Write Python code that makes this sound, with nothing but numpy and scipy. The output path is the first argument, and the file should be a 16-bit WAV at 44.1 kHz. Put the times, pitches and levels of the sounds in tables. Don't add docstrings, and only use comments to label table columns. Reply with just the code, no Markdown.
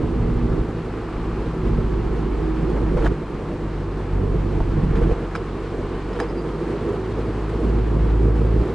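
import sys
import numpy as np
from scipy import signal
from scipy.fft import rfft, irfft, next_fast_len
from scipy.io import wavfile
from scipy.ndimage import uniform_filter1d

SR = 44100
rng = np.random.default_rng(int(sys.argv[2]) if len(sys.argv) > 2 else 0)


def output_pcm(signal):
    pcm = np.clip(np.atleast_2d(signal).T, -1, 1) * 32767
    wavfile.write(sys.argv[1], SR, np.round(pcm).astype(np.int16))


N = 385434

# (frequency [Hz], relative gain [dB])
RUMBLE_SPECTRUM = [(15, -21), (32, -8), (45, 3), (70, 1), (95, 4), (150, 3.5), (260, -1.5), (335, 1.5),
                   (400, 1.5), (470, -1), (560, -12), (700, -15), (1000, -56.5)]
# (frequency [Hz], side to mid [dB])
TREBLE_SPREAD = [(900, -60.5), (1850, -16.5), (3270, -8.5), (5800, -5), (10200, -6)]


def from_db(db):
    return 10 ** (np.asarray(db) / 20)


def rms_one(x):
    return x / np.sqrt(np.mean(x ** 2) + 1e-20)


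def in_time(rows):
    time_s, *columns = np.transpose(rows)
    return [np.interp(np.arange(N) / SR, time_s, column) for column in columns]


def drift(corner_hz):
    r = np.exp(-2 * np.pi * corner_hz * 40 / SR)
    noise = rng.standard_normal(N // 40 + 2002)
    slow = signal.lfilter([1], [1, -2 * r, r * r], noise)[2000:]
    return np.interp(np.arange(N) / 40, np.arange(len(slow)), rms_one(slow))


def coloured(x, spectrum):
    size = next_fast_len(N)
    hz, db = np.transpose(spectrum)
    grid_hz = np.maximum(np.arange(size // 2 + 1) * SR / size, 1)
    gain = from_db(np.interp(np.log(grid_hz), np.log(hz), db))
    return irfft(rfft(x, size) * gain, size)[:N]


def ring(drive, hz, t60_s):
    r, w = from_db(-60 / (t60_s * SR)), 2 * np.pi * hz / SR
    return signal.lfilter([0, np.sin(w)], [1, -2 * r * np.cos(w), r * r], drive)


def add(out, start_s, sound):
    at = round(start_s * SR)
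    out[at:at + len(sound)] += sound[:N - at]


def engine_turns():
    # (time [s], firing rate before wobble [1/s])
    firing_rate = [(0.0, 54.1), (1.2, 52.9), (2.0, 51.7), (2.8, 50.3), (3.2, 49.0), (4.0, 47.8),
                   (4.8, 47.7), (5.2, 46.2), (6.0, 47.8), (6.8, 51.9), (7.2, 52.7), (8.0, 53.4),
                   (8.3, 54.3), (8.74, 55.2)]
    wobble_rms_hz, wobble_corner_hz = .22, 3.0
    rate_hz = in_time(firing_rate)[0] + wobble_rms_hz * drift(wobble_corner_hz)
    return np.cumsum(rate_hz) / SR


def engine(turns):
    # (multiple of the firing rate, level to the boom [dB])
    firing_orders = [(1, 1), (2, -10.5), (3, -15.5), (4, -23)]
    # (time [s], boom level [dB], extra in the second order [dB])
    boom = [(0, -31.5, 5), (.25, -23, 3), (1.4, -23, 4.5), (1.9, -24, 2), (2.5, -25.5, -23),
            (2.85, -22.5, -2), (3.6, -23, 2), (4.2, -23, 6), (4.8, -23.5, 5.5), (5.1, -19.5, -1),
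            (5.8, -21, 4), (6.4, -19, -4.5), (6.75, -23, -3.5), (7.05, -20.5, 6), (7.8, -21.5, 1),
            (8.1, -18, -1), (8.55, -18, 2.5), (8.74, -19, 3.5)]
    boom_db, second_db = in_time(boom)
    out = 0
    for k, db in firing_orders:
        waver_db, wander_rad = .6 * k * drift(5), .07 * k * drift(3.5)
        order_db = db + second_db * (k == 2) + waver_db
        out = out - from_db(order_db) * np.cos(2 * np.pi * k * turns + wander_rad)
    return np.sqrt(2) * from_db(boom_db) * out


def fan(turns):
    fan_turns = .448 * turns
    # (multiple of fan speed, level [dB])
    fan_orders = [(5, -39), (6, -43), (7, -33), (8, -42), (10, -37), (12, -42), (14, -38.5), (16, -40),
                  (18, -44)]
    # (time [s], gain of all fan tones [dB])
    fan_gain = [(0, 1), (2, 0.5), (3.2, 0.5), (4.5, 0), (5.5, -2.5), (7, -0.5), (8, -3.5), (8.74, -5)]
    # (frequency [Hz], gain [dB])
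    cab_response = [(105, -10), (120, 3), (128, -5), (143, 0), (158, -0.5), (170, -4), (210, -11),
                    (228, -2), (243, 3.5), (295, -11), (322, 2.5), (340, -1.5), (372, 2), (390, -5.5)]
    fan_hz = np.gradient(fan_turns) * SR
    tones = 0
    for k, db in fan_orders:
        lift_db = np.interp(k * fan_hz, *np.transpose(cab_response))
        unsteady_db, wander_rad = 2.5 * drift(1.5), .05 * k * drift(2)
        tone = np.sin(2 * np.pi * k * fan_turns + wander_rad)
        tones = tones + from_db(db + lift_db + unsteady_db) * tone
    return np.sqrt(2) * from_db(in_time(fan_gain)[0]) * tones


def shake(turns, shaft_db, rocking_db):
    shaft_ratio = .705
    mount_hz, mount_width_hz = 28.1, 21
    phase = 2 * np.pi * shaft_ratio * turns + .25 * drift(2.5)
    shaft = np.sqrt(2) * from_db(shaft_db + 1.5 * drift(3)) * np.sin(phase)
    r, w = np.exp(-np.pi * mount_width_hz / SR), 2 * np.pi * mount_hz / SR
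    rocking = rng.standard_normal(N)
    for _ in range(2):
        rocking = signal.lfilter([1, 0, -1], [1, -2 * r * np.cos(w), r * r], rocking)
    return shaft + from_db(rocking_db) * rms_one(rocking)


def road_rumble(rumble_db):
    uneven_db = 1.0 * drift(2.5) + 1.96 * drift(12.7)
    noise = from_db(uneven_db) * rng.standard_normal(N)
    return from_db(rumble_db) * rms_one(coloured(noise, RUMBLE_SPECTRUM))


def cab_drone(drone_db):
    drone_hz, drone_t60_s = 160, 0.054
    hum_hz, hum_db, hum_t60_s = 327, -36, 0.1
    drone = rms_one(ring(rng.standard_normal(N), drone_hz, drone_t60_s))
    hum = rms_one(ring(rng.standard_normal(N), hum_hz, hum_t60_s))
    return from_db(drone_db) * drone + from_db(hum_db) * hum


def clatter(level):
    # (frequency [Hz], relative gain [dB])
    hiss_spectrum = [(400, -1.5), (600, -4.5), (660, -4), (750, 2), (1100, 1.5), (1500, -4.5), (2000, -9.5),
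                     (2800, -14), (3600, -19.5), (4300, -20.5), (5300, -26), (6200, -29), (7100, -32),
                     (7450, -30), (7800, -34), (8200, -31), (8500, -35), (10700, -44)]
    white = rng.standard_normal((2, 2, N))
    together = drift(3.2)
    edges_hz = 350 * 2. ** np.arange(7).clip(0, 5.8)
    bands = 0
    for k, (low_hz, high_hz) in enumerate(zip(edges_hz, edges_hz[1:])):
        flicker_db = .45 * together + .6 * drift(12)
        band_pass = signal.butter(2, [low_hz, high_hz], "band", fs=SR, output="sos")
        bands = bands + from_db(flicker_db) * signal.sosfilt(band_pass, white[k % 2])
    mid = coloured(bands[0], hiss_spectrum)
    side = coloured(coloured(bands[1], hiss_spectrum), TREBLE_SPREAD)
    return level * np.array([mid + side, mid - side]) / np.std(mid)


def knock(turns):
    cylinder_db = [0, -7, -1, -6, 0, -8]
    # (frequency [Hz], relative gain [dB])
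    knock_spectrum = [(500, -26), (700, -2.5), (1050, 1.5), (1350, -5), (2200, -21.5), (4000, -40)]
    scatter_db, t60_s = 1.5, .09
    firing = np.floor(turns).astype(int)
    strength = from_db(np.array(cylinder_db)[firing % 6] + scatter_db * rng.standard_normal(N))
    blows = (np.diff(firing, prepend=0) > 0) * strength
    t = np.arange(round(t60_s * SR)) / SR
    block = from_db(-60 * t / t60_s) * rng.standard_normal(len(t))
    return rms_one(coloured(signal.fftconvolve(blows, block)[:N], knock_spectrum))


def burst(length_s):
    t = np.arange(round(4 * length_s * SR)) / (length_s * SR)
    return (1 - np.exp(-6.0 * t)) * np.exp(-2.0 * t)


def bumps():
    # (time [s], level [dB], envelope scale [s], floor panel [Hz])
    bump_list = [(.27, -25.5, 0.029, 436), (1.462, -25, 0.022, 376), (1.645, -17.5, .025, 363),
                 (2.125, -19.5, 0.017, 368), (2.694, -15.5, .025, 345), (2.753, -21.5, 0.025, 398),
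                 (2.765, -24, 0.02, 554), (2.882, -20, 0.056, 160), (2.93, -27.5, .03, 503),
                 (2.966, -16, 0.03, 498), (2.97, -26, .025, 596), (3.005, -19.5, 0.055, 454),
                 (3.025, -24.5, .03, 562), (3.032, -17.5, 0.034, 324), (3.055, -16, .014, 350),
                 (3.111, -21, 0.031, 435), (4.6, -25, 0.048, 200), (4.826, -11.5, 0.041, 180),
                 (4.88, -17.5, 0.046, 160), (4.956, -20, 0.053, 461.5), (4.97, -12, .04, 160),
                 (5.013, -15, 0.019, 480), (5.02, -27.5, 0.023, 608), (5.072, -21, 0.026, 360),
                 (5.093, -19, 0.017, 450), (5.111, -16, 0.022, 474), (5.16, -34, 0.017, 452),
                 (6.151, -21.5, 0.053, 482), (6.205, -23, .015, 805), (6.215, -16, 0.04, 470),
                 (6.612, -18, .02, 348), (6.698, -17.5, 0.028, 355), (6.887, -12, 0.018, 398),
                 (6.934, -21, 0.016, 408), (7.104, -15.5, 0.014, 387), (7.188, -15.5, .018, 397),
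                 (7.269, -24.5, 0.016, 338), (7.642, -20.5, .02, 382), (7.863, -19, 0.017, 326),
                 (8.351, -24, 0.059, 412), (8.603, -18.5, 0.028, 310)]
    drum_rough = .3
    stir_s, stir_db = 0.046, -22.5
    drum, stir = np.zeros(N), np.zeros(N)
    for start_s, db, length_s, hz in bump_list:
        shape = burst(length_s)
        rough = 1 + drum_rough * rng.standard_normal(len(shape))
        phase = np.cumsum(2 * np.pi * hz / SR * rough)
        add(drum, start_s, np.sqrt(2) * from_db(db) * shape * np.sin(phase))
        stir_gain = from_db(db) * length_s / stir_s * (hz / 480) ** 2
        add(stir, start_s, stir_gain * burst(stir_s))
    return drum, from_db(stir_db + 2.5 * drift(60)) * stir


def trim_taps():
    taps = [(2.762, -28, 800, -37), (2.773, -34, 1300, -39), (2.838, -32, 930, -44), (2.863, -32, 750, -42),
            (2.932, -32, 2400, -40), (2.972, -28, 1300, -35), (2.98, -32, 2500, -39.5),
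            (2.99, -28, 1110, -38), (3.0, -34, 900, -37), (3.024, -27.5, 1160, -37), (3.041, -26, 900, -33),
            (3.047, -28, 1500, -26.5), (3.056, -17.5, 790, -30), (3.0585, -32.5, 3200, -27),
            (3.0612, -21, 1700, -29.5), (3.064, -25.5, 1110, -29), (3.066, -18.5, 1440, -24.5),
            (3.074, -31, 1400, -27), (3.486, -28, 1000, -39), (4.604, -18, 894, -34.5),
            (4.905, -33, 2300, -40), (4.954, -29, 1400, -33), (4.958, -37, 3100, -33),
            (4.963, -29, 2500, -39), (4.969, -29, 1400, -36), (4.976, -28, 1400, -39),
            (4.985, -29, 1010, -42), (5.01, -22.5, 900, -41), (5.025, -32, 2300, -40),
            (5.035, -33, 1520, -37), (5.039, -39, 3100, -41), (5.065, -32, 1100, -44),
            (5.085, -35, 2100, -43), (5.098, -30.5, 1490, -39), (5.108, -36, 2700, -39),
            (5.112, -26.5, 700, -42), (5.12, -33, 1000, -45), (5.148, -29, 750, -44),
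            (5.175, -30.5, 800, -45), (5.246, -30.5, 750, -43), (5.312, -31, 1400, -42),
            (5.349, -31, 2020, -28), (5.352, -21, 1330, -32), (5.3523, -38, 4100, -39),
            (5.3529, -20, 1920, -25), (5.356, -25, 800, -39), (5.3589, -21, 1400, -26),
            (5.359, -35, 6200, -35), (5.3603, -29, 2160, -31), (6.13, -46, 1460, -32),
            (6.154, -33, 1400, -41), (6.163, -38, 3100, -44), (6.175, -30, 1000, -43),
            (6.189, -30, 1400, -33), (6.194, -30, 1900, -30), (6.2, -23, 716, -30),
            (6.2005, -18.5, 1600, -20.5), (6.202, -24, 2200, -31), (6.2013, -30, 5570, -27),
            (6.209, -25, 754, -31), (7.495, -24, 1140, -31)]
    # (frequency [Hz], level [dB], t60 [s])
    trim_modes = [(693, -2.5, 0.046), (902, -6, 0.06), (1040, -7, 0.016), (1180, -8.5, .014),
                  (1343, -1.5, 0.019), (1470, -4, 0.023), (1600, -6, .012), (1690, -2, 0.016),
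                  (1920, -11, 0.011), (2230, -3.5, 0.014), (2410, -17, 0.017), (2880, -13, 0.014),
                  (3100, -7.5, 0.023), (4070, -9, .015), (5300, -7, .015), (6300, -6, 0.013)]
    # (frequency [Hz], gain [dB])
    crack_spectrum = [(500, -1), (1000, 8), (2000, -2), (4000, -10.5), (7000, -20), (10800, -27)]
    reach_oct, scatter_db = .35, 2.0
    tap_rise_s, crack_rise_s, crack_t60_s = 0.0011, 0.00049, 0.041
    ringing, cracks = np.zeros(N), np.zeros(N)
    t = np.arange(round(.15 * SR)) / SR
    click = 1. * (t == 0)
    modes = np.array([from_db(db) * ring(click, hz, t60_s) for hz, db, t60_s in trim_modes])
    soft = np.minimum(t / tap_rise_s, 1)
    for start_s, db, favoured_hz, crack_db in taps:
        apart = np.log2(np.array(trim_modes)[:, 0] / favoured_hz) / reach_oct
        chance_db = scatter_db * rng.standard_normal(len(trim_modes))
        add(ringing, start_s, soft * (from_db(db - 6 * apart ** 2 + chance_db) @ modes))
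        crack = from_db(crack_db - 60 * t / crack_t60_s) * rng.laplace(0, .7, len(t))
        add(cracks, start_s, np.minimum(t / crack_rise_s, 1) * crack)
    return ringing + coloured(cracks, crack_spectrum)


def squeaks():
    # (time [s], level before the trim gain [dB], pitch [Hz], length [s])
    pings = [(5.35, -49, 5300, 0.0088), (5.358, -50, 5020, 0.027), (6.128, -58, 5140, .03),
             (6.2, -48, 4960, 0.044), (6.282, -54, 5000, 0.045), (6.355, -59, 4900, 0.03),
             (6.372, -52, 4770, 0.055)]
    rough_rad = .08
    out, t = np.zeros(N), np.arange(round(.15 * SR)) / SR
    for start_s, db, hz, length_s in pings:
        swell = from_db(db) * np.sin(np.pi * np.minimum(t / length_s, 1) ** .6)
        wander = rough_rad * np.cumsum(rng.standard_normal(len(t)))
        add(out, start_s, swell * np.sin(2 * np.pi * hz * t + wander))
    return out


def rattles():
    trim_db, side_db, lag_s = 2.5, -1, .00003
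    mid = from_db(trim_db) * (trim_taps() + squeaks())
    side = from_db(side_db) * coloured(np.roll(mid, round(lag_s * SR)), TREBLE_SPREAD)
    return np.array([mid - side, mid + side])


def wind_filter():
    # (time [s], hold [s], step of letting go [s])
    wind_cuts = [(.632, .5, .5), (3.132, .5, .5), (5.132, 2, .25), (8.632, .5, .5)]
    cut_db = {.5: [-14, -7], .25: [-14, -9, -6]}
    db, t = np.zeros(N), np.arange(N) / SR
    for start_s, hold_s, step_s in wind_cuts:
        for k, step_db in reversed(list(enumerate(cut_db[step_s]))):
            db[(t >= start_s) & (t < start_s + hold_s + k * step_s)] = step_db
    return uniform_filter1d(db, size=400)


def scene():
    # (time [s], shaft throb [dB], rocking [dB], road rumble [dB], drone [dB])
    ground = [(0, -32, -37, -25.5, -28), (.3, -30.5, -24, -26, -32.5), (1.9, -32.5, -31.5, -27, -29.5),
              (2.5, -36, -43.5, -25.5, -46.5), (2.95, -47.5, -27, -24.5, -29.5),
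              (3.5, -33, -31, -26.5, -33), (4.1, -35, -45, -27, -34.5), (4.9, -40, -23.5, -25.5, -27.5),
              (5.4, -39, -27, -25, -32), (6.1, -42, -26, -24, -41.5), (7.2, -50, -39, -23.5, -41),
              (8.74, -38.5, -40.5, -22.5, -42)]
    # (time [s], clatter and tyre hiss [dB], knock of the firings [dB])
    clatter_levels = [(0.0, -39, -48.5), (1.2, -38, -44.5), (2.9, -38, -48.5), (3.35, -39.5, -50.5),
                      (4.7, -38.5, -53.5), (5.2, -38, -52), (7.45, -37.5, -48.5), (8.35, -38, -51.5),
                      (8.74, -37, -47)]
    shaft_db, rocking_db, rumble_db, drone_db = in_time(ground)
    hiss_db, knock_db = in_time(clatter_levels)
    turns = engine_turns()
    drum, stir = bumps()
    motor = engine(turns) + fan(turns) + shake(turns, shaft_db, rocking_db)
    low = motor + road_rumble(rumble_db) + cab_drone(drone_db) + drum
    top = clatter(from_db(hiss_db) + stir) + from_db(knock_db) * knock(turns)
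    return low + top + rattles()


def record(dry):
    # (frequency [Hz], side to mid [dB])
    port_spectrum = [(50, -56), (100, -27), (160, -19), (226, -15), (322, -10), (450, -7), (495, -7),
                     (530, -24), (570, -60)]
    own_share, lag_s = 0.29, .0002
    quieter_db, high_pass_hz = -6.5, 300
    shelf_hz, cutoff_hz = 310, 10850
    setting_db = wind_filter()

    mid = dry.mean(axis=0)
    own = own_share * np.std(mid) * rms_one(coloured(rng.standard_normal(N), RUMBLE_SPECTRUM))
    lean = coloured(np.roll(mid, round(lag_s * SR)) + own, port_spectrum)
    high_pass = signal.butter(5, high_pass_hz, "high", fs=SR, output="sos")
    quieter = from_db(quieter_db) * signal.sosfiltfilt(high_pass, lean)
    thinning = np.clip(-setting_db / 6, 0, 1)
    lean = (1 - thinning) * lean + thinning * quieter
    ports = dry + lean * [[-1], [1]]

    bass = signal.sosfilt(signal.butter(1, shelf_hz, fs=SR, output="sos"), ports)
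    thinned = ports - (1 - from_db(setting_db)) * bass
    top_cut = signal.ellip(14, .3, 60, cutoff_hz, fs=SR, output="sos")
    return signal.sosfilt(top_cut, thinned)


dry = scene()
out = record(dry)
output_pcm(out)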